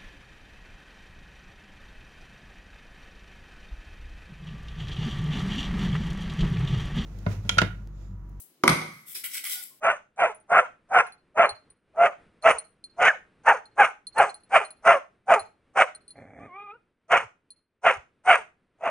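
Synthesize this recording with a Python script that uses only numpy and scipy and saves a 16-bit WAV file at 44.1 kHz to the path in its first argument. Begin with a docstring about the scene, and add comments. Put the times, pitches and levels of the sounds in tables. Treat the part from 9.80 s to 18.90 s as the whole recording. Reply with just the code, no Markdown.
"""Sharp play barks from a young dog on a leash, a few metres away in a quiet, snowy yard.
Each bark is a push of breath through vocal folds that swing between tone and chaos, coloured by
throat and jaw. One breaks into a squeal; later the dog growls softly, whines and barks again.
Its metal collar tags clink as it jumps. The yard gives a short echo and the trees a faint tail,
over dull outdoor air."""
import sys
import numpy as np
from scipy import signal
from scipy.fft import rfft, irfft, next_fast_len
from scipy.io import wavfile
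from scipy.ndimage import uniform_filter1d, minimum_filter1d

SR = 44100
rng = np.random.default_rng(int(sys.argv[2]) if len(sys.argv) > 2 else 0)


def unload_audio(sound):
    """Save the sound as a 16-bit wav file, at the path given as the first command line argument."""
    columns = np.transpose(np.atleast_2d(sound))
    # keep every value between -1 and 1, then stretch to whole-number steps
    steps = np.round(np.clip(columns, -1, 1) * 32767)
    wavfile.write(sys.argv[1], SR, steps.astype(np.int16))


N = 401310


def gain_of(db):
    """Decibels to amplitude factor."""
    return 10 ** (np.asarray(db) / 20)


def unit_rms(x):
    """Scale to rms 1."""
    return x / np.sqrt(np.mean(x ** 2) + 1e-20)


def steadied(x, size=700):
    """Hold the running rms at 1, keeping the fast grain."""
    return x / np.sqrt(uniform_filter1d(uniform_filter1d(x ** 2, size), size // 2) + 1e-20)


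def at_freq(table, hz):
    """Interpolate a table on a log-frequency axis."""
    freq_hz, value = np.transpose(table)
    return np.interp(np.log(hz + 1), np.log(freq_hz + 1), value)


def curves(table):
    """Sample times, then each column of a time table at those times."""
    time_s, *columns = np.transpose(table)
    t = np.arange(time_s[0], time_s[-1], 1 / SR)
    return t, *(np.interp(t, time_s, column) for column in columns)


def coloured(x, spectrum, lo_hz=0, hi_hz=np.inf):
    """Filter by a spectrum table, within a band."""
    size = next_fast_len(len(x) + 2048)
    hz = np.fft.rfftfreq(size, 1 / SR) + 1
    band = 1 / np.sqrt((1 + (lo_hz / hz) ** 20) * (1 + (hz / hi_hz) ** 20))
    return irfft(rfft(x, size) * gain_of(at_freq(spectrum, hz)) * band, size)[:len(x)]


def wobble(count, rate_hz):
    """Random wavering of rms 1, up to about rate_hz."""
    hz = np.fft.rfftfreq(count, 1 / SR)
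    return unit_rms(irfft(rfft(rng.standard_normal(count)) / (1 + (hz / rate_hz) ** 4), count))


def cycles(count, pitch_hz, jitter, jitter_hz):
    """Running cycle count of an oscillator with wavering pitch."""
    return np.cumsum(pitch_hz * (1 + jitter * wobble(count, jitter_hz))) / SR


def add(mix, start_s, sound):
    """Mix a sound in at start_s."""
    part = mix[max(round(start_s * SR), 0):][:len(sound)]
    part += sound[:len(part)]


# outdoor air spectrum: freq_hz, gain_db
AIR_SPECTRUM = [(25, -8), (70, -6.5), (200, -5), (450, -8), (800, -18.5), (1400, -16), (2500, -21.5),
                (4000, -31), (7000, -43), (9500, -35), (11000, -50)]
# background noise level, ducked by the recorder's noise suppressor around 7-8 s: time_s, level_db
BACKGROUND_LEVEL = [(0, -68.5), (2.0, -69.5), (3.0, -66), (5.3, -68.5), (6.9, -72.5), (7.2, -76),
                    (8.0, -77.5), (8.4, -70), (9.1, -73)]


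def air(swell_db=2.8, width=.16):
    """Faint, dull outdoor air, nearly mono, swelling at random about the tabled background level."""
    middle, side = (unit_rms(coloured(rng.standard_normal(N), AIR_SPECTRUM)) for _ in range(2))
    level_db = np.interp(np.arange(N) / SR, *np.transpose(BACKGROUND_LEVEL)) + swell_db * wobble(N, 4.8)
    return gain_of(level_db) * (middle + width * side * np.array([[1], [-1]]))


def scatter(x, delay_s, t60_s, cutoff_hz):
    """Many small reflections: delayed, decaying, low-passed."""
    t = np.arange(SR * 3 // 4) / SR
    taps = rng.standard_normal(len(t)) * (rng.random(len(t)) < .1)
    taps *= (t > delay_s) * gain_of(-60 * (t - delay_s) / t60_s)
    echo = signal.fftconvolve(x, taps / np.linalg.norm(taps))[:N]
    hz = np.fft.rfftfreq(N, 1 / SR)
    return irfft(rfft(echo) / np.sqrt(1 + (hz / cutoff_hz) ** 4), N)


def yard(x, close_s=.0074, wall_s=.063, width=.79):
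    """Stereo echo: a close reflection, a faint wall slap, and scatter from ever further away."""
    slaps = np.zeros(N)
    add(slaps, close_s, gain_of(-14) * x)
    add(slaps, wall_s, gain_of(-31) * x)
    # twigs and hard edges reflect hiss better than the low voice
    edges = coloured(x, [(500, 2.5), (3000, 3), (5000, 11.5), (11000, 5.5)])

    def diffuse():
        near = gain_of(-21) * scatter(x, delay_s=.019, t60_s=.019, cutoff_hz=7990)
        clutter = gain_of(-29) * scatter(edges, delay_s=.055, t60_s=.24, cutoff_hz=8000)
        trees = gain_of(-41) * scatter(x, delay_s=.02, t60_s=.42, cutoff_hz=2400)
        return near + clutter + trees

    middle, side = diffuse(), diffuse()
    return slaps + middle + width * side * np.array([[1], [-1]])


# phase between microphone ports, dog centred / dog to the left: freq_hz, left_lead_rad
PHASE_CENTRED = [(250, 0), (550, .2), (1200, .03), (2200, .25), (3200, 2.0), (3900, 2.2), (4700, .4),
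                 (5600, 1.6), (6300, 1), (7400, 2.3), (8900, .1), (10000, -.3)]
PHASE_ASIDE = [(250, 0), (550, .5), (1000, .1), (1700, .2), (2200, 1.3), (3150, 2.9), (4300, 2.8),
               (7400, 2.9), (8900, .1), (10000, -.3)]
# balance between the ports: freq_hz, left_minus_right_db
BALANCE = [(200, -0.6), (450, -2.5), (950, 1.03), (2000, -1.7), (4200, -1), (4900, -4.5), (5600, -5.5),
           (6600, -0.5), (10000, 1)]


def microphone_ports(x, centred_s=2.5):
    """Phase and level differences at two ports; the dog starts left and moves to the middle."""
    hz, t, spectra = signal.stft(x, SR, nperseg=512)
    hz = hz[:, None]
    aside = np.clip(centred_s - t, 0, 1)
    lead_rad = at_freq(PHASE_CENTRED, hz) * (1 - aside) + at_freq(PHASE_ASIDE, hz) * aside
    balance_db = at_freq(BALANCE, hz) * (1 - .19 * aside)
    left = gain_of(balance_db / 2) * np.exp(.5j * lead_rad)
    return signal.istft(spectra * np.array([left, 1 / left]), SR, nperseg=512)[1][:, :N]


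# tag resonances, three main then three weak: freq_hz, gain_db, t60_s
TAG_RESONANCES = [(9365, -1, .06), (4212, -2, .075), (9985, 0, .065), (9432, -12, .06), (6770, -25, .06),
                  (10075, -12, .05)]
# tag strikes on the main modes: start_s, hit_9400hz_db, hit_4200hz_db, hit_10000hz_db
TAG_STRIKES = [(0.5475, -48, -78.5, -45.5), (0.601, -53.5, -78.5, -65), (1.2675, -53.5, -53.5, -50.5),
               (1.322, -53.5, -45, -50.5), (1.6595, -45.5, -40, -55), (1.6921, -32.5, -24.5, -47),
               (1.9021, -45.5, -58, -87), (2.6243, -47, -41, -53), (2.7072, -30, -50.5, -48.5),
               (2.7847, -22.5, -36, -37.5), (3.04, -43, -33, -61.5), (3.8556, -56, -44.5, -62.5),
               (4.2688, -36, -29.5, -40.5), (4.381, -45, -33.5, -33), (4.4946, -44.5, -35, -50.5),
               (4.543, -41.5, -40.5, -37), (4.6351, -62, -56.5, -54.5), (4.8499, -36, -40, -62.5),
               (4.906, -42, -44, -37), (5.5945, -36.5, -33.5, -35.5), (6.1496, -34, -40.5, -67),
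               (6.2797, -41.5, -45, -53), (6.3056, -54, -41.5, -42.5), (7.7045, -42, -42, -46)]


def collar_tags(tick_db=-10, tick_s=.00025, attack_s=.00045, detune=.0011, rebound_db=-15):
    """Metal tags tick, ring and rebound once; contact shifts their pitch slightly."""
    out, t = np.zeros(N), np.arange(SR // 5) / SR
    for start_s, *hits_db in TAG_STRIKES:
        phases = rng.uniform(0, 2 * np.pi, len(TAG_RESONANCES))
        tick = rng.standard_normal(len(t)) * np.exp(-t / tick_s) * gain_of(max(hits_db) + tick_db)
        shift = 1 + detune * rng.standard_normal()
        ring = 0
        # each weak mode is struck as hard as one main mode
        for (hz, mode_db, t60_s), hit_db, phase in zip(TAG_RESONANCES, hits_db * 2, phases):
            envelope = gain_of(hit_db + mode_db - 60 * t / t60_s)
            ring += envelope * np.sin(2 * np.pi * hz * shift * t + phase)
        clink = (ring + tick) * np.minimum(t / attack_s, 1)
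        add(out, start_s, clink)
        add(out, start_s + rng.uniform(.0017, .016), gain_of(rebound_db) * clink)
    return out


# thumps that end some barks: start_s, level_db
LOW_THUMPS = [(1.691, -52), (2.721, -53), (5.59, -54.5), (7.421, -52), (8.15, -48)]


def thump(level_db, pitch_hz=88, length_s=.07):
    """A soft low thump of unsteady pitch."""
    count = int(length_s * SR)
    phase = 2 * np.pi * cycles(count, pitch_hz, jitter=.25, jitter_hz=60)
    return gain_of(level_db) * np.sin(phase) * np.hanning(count)


# breath hiss spectrum: freq_hz, gain_db
TEETH_SPECTRUM = [(2500, -16.5), (3500, -7), (4700, -9.5), (5700, -2), (6600, 2.5), (7500, -4), (8500, 0.5),
                  (9600, -5), (10400, -14.5), (11400, -27)]


def teeth_hiss(puffs, lo_hz=0):
    """Puffs of air rushing past the teeth."""
    return coloured(puffs, TEETH_SPECTRUM, lo_hz)


# growl envelope: time_s, level_db
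GROWL_ENVELOPE = [(6.335, -82), (6.36, -52.5), (6.41, -46.5), (6.46, -52.5), (6.55, -51.5), (6.6, -46.5),
                  (6.66, -46.5), (6.7, -61), (6.76, -74)]
# throat response in the growl: freq_hz, gain_db
GROWL_SPECTRUM = [(29, -44), (50, -3), (92, 3.5), (162, 0.5), (275, 5), (343, -7), (542, 3), (754, 2.5),
                  (957, -15.5), (1360, -15.5), (1790, -9.5), (2310, -7.5), (2930, -49), (3450, -25),
                  (4000, -52), (5200, -92), (8800, -120)]


def growl(rate_hz=97, hiss_db=-34):
    """Slack folds slap shut at a slow, uneven rate, each slap followed by a rasp of air."""
    t, level_db = curves(GROWL_ENVELOPE)
    turns = cycles(len(t), rate_hz, jitter=.25, jitter_hz=70)
    slaps = np.diff(np.floor(turns), prepend=0) * np.exp(.5 * wobble(len(t), 60))
    puffs = (.45 + np.exp(-(turns % 1) / .49)) * rng.standard_normal(len(t))
    throat = coloured(unit_rms(slaps) + unit_rms(puffs), GROWL_SPECTRUM, hi_hz=4200)
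    hiss = gain_of(hiss_db) * unit_rms(teeth_hiss(puffs, lo_hz=5600))
    return t[0], gain_of(level_db) * (steadied(throat, size=1400) + hiss)


# whine growing out of the growl: time_s, pitch_hz, level_db
WHINE_CONTOUR = [(6.6, 378, -53), (6.655, 420, -54.5), (6.705, 348, -51.5), (6.765, 392.4, -41),
                 (6.835, 413.5, -45.5), (6.885, 401, -45), (6.915, 416.5, -43.5), (6.96, 483, -51.5),
                 (7.0, 421, -87.5)]
# whine spectrum: harmonic_number, gain_db
WHINE_HARMONICS = [(1, -9), (2, -4.5), (3, 5), (4, -18), (5, -16.5), (6, -1.5), (7, -24), (8, -23),
                   (9, -25)]


def whine(shimmer=.31, nose_hz=760, nose_width_hz=70, nose_db=7, shut_s=6.92, shut_db_per_octave=-9):
    """A nasal tone: harmonic 2 swells across a narrow resonance; it dulls as the mouth shuts."""
    t, pitch_hz, level_db = curves(WHINE_CONTOUR)
    phase = 2 * np.pi * cycles(len(t), pitch_hz, jitter=.0095, jitter_hz=90)
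    shut = np.clip((t - shut_s) / .012, 0, 1)
    resonance = 1 / (1 + ((2 * pitch_hz - nose_hz) / nose_width_hz) ** 2)
    tone = 0
    for k, harmonic_db in WHINE_HARMONICS:
        lift_db = nose_db * (2 * resonance - 1) if k == 2 else 0
        tilt_db = shut * shut_db_per_octave * np.log2(k)
        flicker = 1 + shimmer * wobble(len(t), 50.7)
        tone += gain_of(harmonic_db + lift_db + tilt_db) * np.sin(k * phase) * flicker
    return t[0], gain_of(level_db) * steadied(tone)


# squeal sliding down from one bark: time_s, pitch_hz, level_db
SQUEAL_CONTOUR = [(3.255, 1547, -41.5), (3.266, 1562, -13.5), (3.275, 1514, -23.5), (3.283, 1866, -12.5),
                  (3.307, 1552, -21), (3.318, 1325, -39), (3.335, 900, -45), (3.358, 540, -46),
                  (3.38, 430, -63.5)]


def squeal(trim_db=-1, overtone_db=-33):
    """A second, much higher vibration of the folds, nearly a sine."""
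    t, pitch_hz, level_db = curves(SQUEAL_CONTOUR)
    phase = 2 * np.pi * cycles(len(t), pitch_hz, jitter=.013, jitter_hz=300)
    tone = np.sqrt(2) * (np.sin(phase) + gain_of(overtone_db) * np.sin(2 * phase))
    return t[0], gain_of(level_db + trim_db) * tone * signal.windows.tukey(len(t), .1)


def breath_push(rise_s, push_s, peak_db, sag_db, sigh_db, top_hz, crest_s, fall_s, roughness):
    """Control curves of one bark: a faint lead-in, a swell, a hold, a cutoff and a trailing sigh."""
    lead_s, sigh_s, cutoff_db_per_s = .014, .072, 948
    t = np.arange(-lead_s, push_s + sigh_s, 1 / SR)
    lead = np.maximum(-t / lead_s, 0)
    after_s = np.maximum(t - push_s, 0)
    narrow_lips = np.clip(1 - t / rise_s, 0, 1) ** 2
    jaw_open = np.maximum(np.minimum(t / push_s, 1) - 14 * after_s, 0)
    held = np.clip((t - rise_s) / max(push_s - rise_s, 1e-3), 0, 1)
    push_db = peak_db - 18.5 * lead - 38 * narrow_lips - sag_db * held
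    tail_db = np.minimum(push_db, sigh_db) - 24 * (after_s / sigh_s) ** 2
    level_db = np.maximum(push_db - cutoff_db_per_s * after_s, tail_db)
    # pitch scoops up, sinks towards that of the slack folds, and drops as the push ends
    scoop, slack_hz, drop, drop_s = .1, 389.4, .12, .022
    rising_hz = top_hz * (1 - scoop * np.minimum(1 - t / crest_s, 1) ** 2)
    sinking_hz = slack_hz + (top_hz - slack_hz) / (1 + ((t - crest_s) / fall_s) ** 2)
    pitch_hz = np.where(t < crest_s, rising_hz, sinking_hz) * (1 - drop * np.minimum(after_s / drop_s, 1))
    # folds are chaotic at both ends of the push and settle a little in the sigh
    stages_s = [0, push_s / 3, push_s * 2 / 3, push_s, push_s + .03]
    rough = np.interp(t, stages_s, [.75, roughness, roughness, .7, .48])
    return t, level_db, pitch_hz, rough, jaw_open, narrow_lips


# throat response in a bark: freq_hz, gain_db
BARK_SPECTRUM = [(40, -39.5), (200, -20), (310, -24.5), (450, -6), (700, 2.5), (1050, -6), (1400, -1),
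                 (1800, -12.5), (2450, -10.5), (3000, -20), (3800, -41.5), (5000, -66.5)]
# barks: start_s, rise_s, push_s, peak_db, sag_db, sigh_db, top_hz, crest_s, fall_s, roughness,
# mouth_db, bright_db, opening_db, hiss_db (mouth and bright bands relative to the low band)
BARK_EVENTS = [(0.012, 0.041, 0.1, -22.5, 4, -36.5, 685, 0.094, 0.14, 0.6, -0.5, -7, 6.5, -49.5),
               (0.371, 0.04, 0.089, -22.5, -2, -31.5, 797.6, 0.023, 0.066, 0.62, -6, -7.5, -2.5, -49.5),
               (0.687, 0.047, 0.11, -18.5, 0, -33, 721.4, 0.082, 0.07, 0.44, -3.0, -12.5, 17, -46),
               (1.095, 0.065, 0.11, -17, 4.5, -38.5, 786, 0.048, 0.071, 0.41, -4, -13.5, 23.5, -45),
               (1.554, 0.044, 0.1, -14, 5.5, -32.5, 678.4, 0.06, 0.049, 0.42, -6.5, -11.5, 8.5, -50.5),
               (2.147, 0.08, 0.12, -18, 2.5, -35, 693, 0.098, 0.14, 0.31, -9, -18, 25, -50.5),
               (2.628, 0.042, 0.085, -16, 3.5, -34, 666, 0.045, 0.086, 0.42, -5, -6.5, 5, -43.0),
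               (3.173, 0.054, 0.11, -17, 8, -35, 750.0, 0.102, 0.1, 0.42, -3.5, -7.5, 28.5, -42.5),
               (3.646, 0.047, 0.08, -15.5, 10.0, -32.5, 911.4, 0.056, 0.036, 0.48, -0.5, -9.5, 1, -46),
               (3.966, 0.041, 0.086, -17.5, 9.5, -36.5, 826, 0.035, 0.054, 0.48, 0.5, -7.0, 19.5, -46.0),
               (4.353, 0.054, 0.091, -16, 6, -31.5, 917.0, 0.028, 0.042, 0.48, -4.5, -11.5, -1.5, -43),
               (4.704, 0.063, 0.089, -16.5, 17, -30.5, 796.4, 0.031, 0.045, 0.51, -1.0, -3.5, 4.5, -43),
               (5.035, 0.051, 0.085, -13.5, 8, -4, 686.8, 0.088, 0.082, 0.48, -3, -10, 11.5, -44.5),
               (5.471, 0.037, 0.073, -16, 0.5, -26, 794.7, 0.028, 0.039, 0.46, -6, -14, 10.5, -44.0),
               (5.946, 0.031, 0.076, -19.5, -1, -36.5, 792, 0.034, 0.067, 0.65, -5, -9.5, 19.5, -42),
               (7.292, 0.038, 0.088, -19, 4.5, -32, 730.0, 0.052, 0.07, 0.83, -2, -4, 4.5, -46),
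               (8.028, 0.041, 0.082, -18, 8, -33.0, 747.5, 0.026, 0.046, 0.6, -2, -4, 10, -45.0),
               (8.447, 0.062, 0.11, -14.5, 12, -38.5, 750.5, 0.04, 0.081, 0.34, -0.5, -4, 10.5, -42.5),
               (8.996, 0.081, 0.08, -23.5, -6, -26.5, 689.0, 0.094, 0.073, 0.48, -13.5, -12.5, 2.5, -56)]


def bark(row, flutter=.21, lock_hz=45, lock_db=5, lurch_db=3, lips_db=7, patch_db=3):
    """Folds swing between tone and chaos in three throat bands; the upper two follow jaw and lips."""
    start_s, *push, mouth_db, bright_db, opening_db, hiss_db = row
    t, level_db, pitch_hz, rough, jaw_open, narrow_lips = breath_push(*push)
    count = len(t)
    open_db = opening_db * (jaw_open - .5) - lips_db * narrow_lips
    mouth_db = mouth_db + .55 * open_db + lurch_db * np.tanh(wobble(count, lock_hz))
    bright_db = bright_db + open_db
    # folds lock at random; locked, the fundamental is loud and clear
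    lock = np.tanh(wobble(count, lock_hz))
    rough = np.clip(rough * np.exp(-.6 * lock), .02, .9)
    turns = cycles(count, pitch_hz, jitter=.024 * (.44 + rough), jitter_hz=300)
    # strong and weak cycles, each passing a puff of air
    uneven = np.exp(flutter * np.sqrt(rough) * wobble(count, 220))
    folds = sum(np.cos(2 * np.pi * k * turns) for k in range(1, 8)) * uneven
    puffs = (1 + np.exp(-(turns % 1) / .5)) * rng.standard_normal(count) * uneven
    bands = [(0, 1080, lock_db * lock, rough ** 1.6),
             (1080, 1880, mouth_db, rough ** .9),
             (1880, np.inf, bright_db, rough ** .5)]
    voice = np.zeros(count)
    for lo_hz, hi_hz, band_db, chaos in bands:
        tone = steadied(coloured(folds, BARK_SPECTRUM, lo_hz, hi_hz))
        noise = steadied(coloured(puffs, BARK_SPECTRUM, lo_hz, hi_hz))
        blend = np.sqrt(1 - chaos) * tone + np.sqrt(chaos) * noise
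        voice += gain_of(level_db + band_db) * steadied(blend)
    # hiss follows the bright band at about half the slope, so it lingers as the jaw closes
    below_peak_db = level_db + bright_db - np.max(level_db + bright_db)
    random_colour = [(hz, patch_db * rng.standard_normal()) for hz in np.arange(3000, 11500, 450)]
    hiss = unit_rms(coloured(teeth_hiss(puffs), random_colour))
    hiss *= gain_of(hiss_db + .51 * below_peak_db) * np.exp(.29 * wobble(count, 60))
    return start_s + t[0], (voice + hiss) * signal.windows.tukey(count, .06)


def scene():
    """The dog's voice and tags with their echo, over outdoor air."""
    dog = np.zeros(N)
    for row in BARK_EVENTS:
        add(dog, *bark(row))
    for start_s, level_db in LOW_THUMPS:
        add(dog, start_s, thump(level_db))
    for call in (squeal, growl, whine):
        add(dog, *call())
    dog += collar_tags()
    return microphone_ports(dog + yard(dog)) + air()


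def record(dry):
    """Smooth peak limiter, then a low-pass."""
    ceiling, cutoff_hz = .9, 11000
    allowed_gain = 1 / np.maximum(abs(dry).max(0) / ceiling, 1)
    held_gain = minimum_filter1d(allowed_gain, size=300)
    gain = uniform_filter1d(uniform_filter1d(held_gain, size=150), size=150)
    lowpass = signal.firwin(127, cutoff_hz, window=("kaiser", 8), fs=SR)
    return signal.oaconvolve(dry * gain, lowpass[None], "same")


dry = scene()
out = record(dry)
unload_audio(out)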